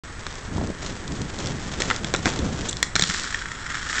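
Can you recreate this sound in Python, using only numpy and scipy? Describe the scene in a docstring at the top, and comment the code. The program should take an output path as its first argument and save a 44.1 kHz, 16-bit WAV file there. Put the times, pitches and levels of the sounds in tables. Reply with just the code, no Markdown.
"""Outdoor air and a faint camera whine, then inline skates rolling closer over stone paving.
Wheels rush over grit and clack on the joints, ringing frame and boot; gusts rumble on the microphone.
The skater jumps with a wheel squeak, knocks his skates together and thumps onto a stone ledge.
He grinds along it: tiny slips ring the plastic boots, grit hisses. Low walls answer faintly."""
import sys
import numpy as np
from scipy import signal
from scipy.fft import rfft, irfft, next_fast_len
from scipy.io import wavfile
from scipy.ndimage import map_coordinates

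SR = 44100
rng = np.random.default_rng(int(sys.argv[2]) if len(sys.argv) > 2 else 0)


def wav_out(sig):
    """Save sig, one row per channel (or a flat mono array), as 16-bit PCM at SR to the path in sys.argv[1]."""
    wavfile.write(sys.argv[1], SR, np.round(np.clip(np.atleast_2d(sig).T, -1, 1) * 32767).astype(np.int16))


N = 176400

# wind gusts (time [s], half width [s], level [dB])
WIND_GUSTS = [(.6, .085, -28.5), (.89, .07, -36), (1.17, .1, -31), (1.48, .1, -29.5), (2.05, .45, -34),
              (2.44, .06, -24), (2.6, .14, -33)]
# camera tones (frequency [Hz], level [dB])
WHINE_TONES = [(7868, -55.5), (8133, -57)]
# wheel roll envelope (time [s], relative level [dB])
ROLL_ENVELOPE = [(.2, -46.5), (.29, -40), (.76, -44.5), (.83, -36.5), (1.0, -42.5), (1.33, -42),
                 (1.47, -31), (1.55, -40), (1.76, -34), (1.86, -28), (2.01, -38.5), (2.22, -37.5),
                 (2.29, -26), (2.36, -36.5), (2.67, -34), (2.78, -42.5), (3.05, -53.5)]
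# light wheel ticks (time [s], relative level [dB])
WHEEL_TICKS = [(.355, -26), (.672, -25), (.863, -19), (1.078, -22), (1.121, -24), (1.217, -21),
               (1.388, -21), (1.459, -19), (1.471, -18), (1.962, -16), (2.162, -17), (2.39, -17.5),
               (2.711, -19), (2.729, -16.5), (2.769, -18.5)]
# dull bumps in the push stroke (time [s], level [dB])
PUSH_BUMPS = [(.562, -30), (.581, -24.5), (.613, -28), (.637, -29), (.701, -27)]
# joints, jump, landing (time [s], base level [dB], knock offset [dB], thud offset [dB])
SKATE_BLOWS = [(0.2662, -20.5, -10.5, -18), (1.8032, -14.5, -30, -13.5), (1.82, -10, -36, -40),
               (1.9016, -18.5, -2, -20), (1.9105, -21.5, 3, -9.5), (2.0453, -15.5, -18, -14),
               (2.139, -11.5, -13, -8.5), (2.1475, -16.5, -5.5, -24), (2.257, -13, -7, -6),
               (2.2674, -21.5, -3, -1), (2.2751, -18.5, -7, -4), (2.8281, -2, -27.5, -36),
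               (2.9547, -7, -22, -20.5), (2.9619, -8.5, -12, -37), (2.9949, -7, -25, -19.5),
               (3.0112, -12.5, -39, -32), (3.0229, -4, -28, -25), (3.0374, -9, -18.5, -32)]
# wheel squeaks (time [s], length [s], start pitch [Hz], level [dB])
WHEEL_SQUEAKS = [(2.682, 0.0217, 3120, -20.5)]
# grind envelope (time [s], boot level [dB], hiss level [dB])
GRIND_ENVELOPE = [(2.95, -74, -68), (2.965, -33.5, -33), (3.08, -37, -26), (3.2, -32, -30),
                  (3.38, -35.5, -37), (3.49, -38.5, -44.5), (3.66, -33.5, -40.5), (3.84, -30.5, -37),
                  (4.0, -27.5, -26.5)]
# boots catching on the ledge (time [s], relative level [dB])
LEDGE_CATCHES = [(3.098, -13), (3.11, -14), (3.145, -13.5), (3.345, -10), (3.457, -18), (3.517, -17.5),
                 (3.703, -17), (3.744, -15), (3.897, -16.5), (3.929, -12.5), (3.982, -11.5)]
# weight coming down on the ledge (time [s], level [dB])
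LEDGE_THUMPS = [(2.963, -27.5), (2.997, -27.5), (3.024, -24), (3.095, -29)]
# skate frame modes (frequency [Hz], gain [dB])
FRAME_MODES = [(1830, -1.5), (2230, -6), (3450, 1), (4100, 0), (7300, -1)]
# plastic boot resonances (frequency [Hz], bandwidth [Hz], gain [dB])
BOOT_MODES = [(1317, 313, 2.5), (1850, 470, 2.5), (3310, 310, -4), (4000, 410, -11), (5440, 260, -6.5),
              (7100, 730, -9)]
# noise spectra (frequency [Hz], gain [dB])
AIR_SPECTRUM = [(65, 16.5), (130, 11.5), (650, -1.5), (1100, 4), (1850, 5.5), (2700, -6.5), (5000, -9.5),
                (9000, -9.5)]
GUST_SPECTRUM = [(20, -16.5), (80, 0.5), (190, -1), (400, -8.5), (660, -17.5), (4000, -43.5)]
ROLL_SPECTRUM = [(100, 3), (400, 9.5), (1500, 6), (2750, 3), (3350, 6), (4200, 2.5), (7300, 4),
                 (9000, -13.5)]
CRACK_SPECTRUM = [(750, -22), (1700, -2), (2750, -7.5), (5600, 3.5), (9000, -7)]
KNOCK_SPECTRUM = [(400, -29.5), (1350, -2.5), (2050, -3), (2750, -14), (6000, -29)]
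THUD_SPECTRUM = [(50, -10), (170, -0.5), (420, -6.5), (800, -9), (2500, -33)]
GRIT_SPECTRUM = [(100, -14), (220, 0), (700, -10.5), (1500, -10.5), (2600, -4.5), (3600, 0.5), (5600, 0),
                 (6400, -3), (7350, 1.5), (9000, -10.5)]
# microphone response (frequency [Hz], gain [dB])
MIC_RESPONSE = [(20, 2.5), (7500, -3), (8250, -7), (8800, -19.5), (9350, -51.5), (10000, -78)]


def amp(db):
    return 10 ** (np.asarray(db) / 20)


def unit_rms(x):
    return x / np.sqrt(np.mean(x ** 2) + 1e-20)


def curves(rows):
    """Per-sample values of each column after the time."""
    times_s, *columns = np.transpose(rows)
    return [np.interp(np.arange(N) / SR, times_s, column) for column in columns]


def wobble(rate_hz):
    """Smooth random curve with knots at rate_hz."""
    return map_coordinates(rng.standard_normal(N // 8), [np.arange(N) * rate_hz / SR], mode="wrap")


def colour(x, spectrum):
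    """Minimum-phase filter through the spectrum's points."""
    size = 2 * next_fast_len(len(x) // 2 + 2048)
    hz, db = np.transpose(spectrum)
    gain_db = np.interp(np.log(np.fft.rfftfreq(size, 1 / SR) + 1), np.log(hz), db)
    cepstrum = irfft(np.log(amp(gain_db)))
    cepstrum[1:size // 2] *= 2
    cepstrum[size // 2 + 1:] = 0
    return irfft(rfft(x, size) * np.exp(rfft(cepstrum)))[:len(x)]


def add(out, time_s, x, db):
    """Mix x in; db is its level with the energy spread over 10 ms."""
    start = round(time_s * SR)
    part = out[start:start + len(x)]
    part += (amp(db) * x / np.linalg.norm(x) * np.sqrt(SR / 100))[:len(part)]


def wind(lumpy_db=2, air_db=-36.5):
    """Steady outdoor air; lumpy gusts swell and fade on the microphone."""
    t = np.arange(N) / SR
    power = sum(amp(db) ** 2 * np.exp(-((t - time_s) / width_s) ** 2)
                for time_s, width_s, db in WIND_GUSTS)
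    strength = np.sqrt(power) * amp(lumpy_db * wobble(70))
    gusts = strength * unit_rms(colour(rng.standard_normal(N), GUST_SPECTRUM))
    air = amp(air_db) * unit_rms(colour(rng.standard_normal(N), AIR_SPECTRUM))
    return gusts + air


def whine(waver_hz=10):
    """Thin wavering camera tones."""
    out = np.zeros(N)
    for hz, db in WHINE_TONES:
        phase = 2 * np.pi * np.cumsum(hz + waver_hz * wobble(66)) / SR
        out += amp(db) * unit_rms(np.sin(phase))
    return out


def grains(rate_hz, spread_db, rush):
    """Tiny random contacts of uneven size over a smooth rush."""
    sizes = rng.standard_normal(N) * amp(spread_db * np.clip(rng.standard_normal(N), -2, 2))
    contacts = sizes * (rng.random(N) < rate_hz / SR)
    return unit_rms(contacts) + rush * rng.standard_normal(N)


def wheels(roll_gain_db=1, tick_gain_db=-10, flutter_db=2.54):
    """Wheels roll over grit, bump, and tick on joints; ticks ring only the upper frame modes."""
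    roll_db = curves(ROLL_ENVELOPE)[0] + roll_gain_db + flutter_db * wobble(70)
    grit = grains(rate_hz=1200, spread_db=2.0, rush=0.66)
    out = amp(roll_db) * unit_rms(colour(grit, ROLL_SPECTRUM))
    for time_s, db in WHEEL_TICKS:
        add(out, time_s, clack(FRAME_MODES[2:], ring_db=rng.normal(-7, 4)), db + tick_gain_db)
    for time_s, db in PUSH_BUMPS:
        add(out, time_s, colour(burst(t60_s=0.025), THUD_SPECTRUM), db)
    return out


def burst(t60_s, snap=0, snap_t60_s=0.0011, rattle_db=-23, rattle_t60_s=0.11):
    """Rough contact: fast decay, optional opening snap, weak trailing rattle."""
    t = np.arange(SR // 8) / SR
    envelope = amp(-60 * t / t60_s) + snap * amp(-60 * t / snap_t60_s)
    envelope += amp(rattle_db - 60 * t / rattle_t60_s)
    return rng.choice([-1, 1], len(t)) * envelope


def frame_ring(modes, t60_s=0.013, detune=0.025, spread_db=2):
    """Struck frame modes decay; tuning and weight vary per contact."""
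    t = np.arange(SR // 8) / SR
    tones = np.zeros(len(t))
    for hz, db in modes:
        weight = amp(db + spread_db * rng.normal())
        tuned_hz = hz * rng.normal(1, detune)
        tones += weight * np.sin(2 * np.pi * (tuned_hz * t + rng.random()))
    return unit_rms(tones * amp(-60 * t / t60_s))


def clack(modes, ring_db=0):
    """Crack on stone plus frame ring."""
    ring = amp(ring_db) * frame_ring(modes)
    crack = colour(burst(t60_s=0.0092, snap=0.9), CRACK_SPECTRUM)
    return ring + unit_rms(crack)


def blows(clack_gain_db=-9, knock_gain_db=1):
    """Each hard blow clacks, knocks the boot and thuds through the wheels."""
    out = np.zeros(N)
    for time_s, db, knock_db, thud_db in SKATE_BLOWS:
        add(out, time_s, clack(FRAME_MODES), db + clack_gain_db)
        add(out, time_s, colour(burst(t60_s=0.017), KNOCK_SPECTRUM), db + knock_db + knock_gain_db)
        add(out, time_s, colour(burst(t60_s=0.028), THUD_SPECTRUM), db + thud_db)
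    return out


def walls(x, t60_s=0.32, onset_s=0.0059):
    """Short diffuse reflections off low walls."""
    t = np.arange(SR // 2) / SR
    tail = rng.standard_normal(len(t)) * amp(-60 * t / t60_s) * (1 - np.exp(-t / onset_s))
    return signal.fftconvolve(x, tail / np.linalg.norm(tail))[:N]


def squeaks(rise=0.3, roughness=0.12):
    """Wheels scuff and chirp upward at take-off."""
    out = np.zeros(N)
    for time_s, length_s, start_hz, db in WHEEL_SQUEAKS:
        progress = np.linspace(0, 1, int(length_s * SR))
        pitch_hz = start_hz * (1 + rise * progress + roughness * wobble(1900)[:len(progress)])
        phase = 2 * np.pi * np.cumsum(pitch_hz) / SR
        tone = np.sin(phase) / 2 + np.sin(2 * phase)
        add(out, time_s, np.sin(np.pi * progress) ** 2 * tone, db)
    return out


def boot(x):
    """Broad resonances of the plastic boot and frame."""
    f = np.fft.rfftfreq(2 * len(x), 1 / SR)
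    response = sum((-1) ** k * amp(db) * 1j * f * width_hz / (hz * hz - f * f + 1j * f * width_hz)
                   for k, (hz, width_hz, db) in enumerate(BOOT_MODES))
    return irfft(rfft(x, 2 * len(x)) * response)[:len(x)]


def grind(spread_db=3.6, flutter_db=2.8, catch_gain_db=-14, ring_gain_db=-14):
    """Boots scrape the ledge: slips ring the plastic, grit hisses, catches ring the lowest frame mode."""
    boot_db, hiss_db = curves(GRIND_ENVELOPE)
    pressure_db = flutter_db * wobble(130)
    slips = grains(rate_hz=2700, spread_db=spread_db, rush=0.27)
    grit = grains(rate_hz=2000, spread_db=spread_db, rush=0.38)
    out = amp(boot_db + pressure_db) * unit_rms(boot(slips))
    out += amp(hiss_db + pressure_db / 2) * unit_rms(colour(grit, GRIT_SPECTRUM))
    for time_s, db in LEDGE_CATCHES:
        add(out, time_s, boot(burst(t60_s=0.017)), db + catch_gain_db)
        add(out, time_s, frame_ring(FRAME_MODES[:1]), db + ring_gain_db)
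    return out


def landing(centre_hz=185, detune=0.064, t60_s=0.036):
    """The skater's weight thumps through the boots into the ledge."""
    out = np.zeros(N)
    t = np.arange(SR // 8) / SR
    for time_s, db in LEDGE_THUMPS:
        hz = centre_hz * np.exp(rng.normal(0, detune))
        add(out, time_s, np.sin(2 * np.pi * hz * t) * amp(-60 * t / t60_s), db)
    return out


def scene(walls_db=-13.5):
    """Skates, wall reflections, wind and whine."""
    skates = blows() + wheels() + squeaks() + landing() + grind()
    return skates + amp(walls_db) * walls(skates) + wind() + whine()


def record(dry, start_s=0.036, ceiling=0.7, cutoff_hz=16000):
    """Narrow-band mono microphone: silent until start_s, peaks clipped, then low-passed."""
    live = np.arange(N) / SR > start_s
    clipped = np.clip(colour(dry, MIC_RESPONSE) * live, -ceiling, ceiling)
    lowpass = signal.ellip(10, .1, 80, cutoff_hz, fs=SR, output="sos")
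    return signal.sosfilt(lowpass, clipped)[None]


dry = scene()
out = record(dry)
wav_out(out)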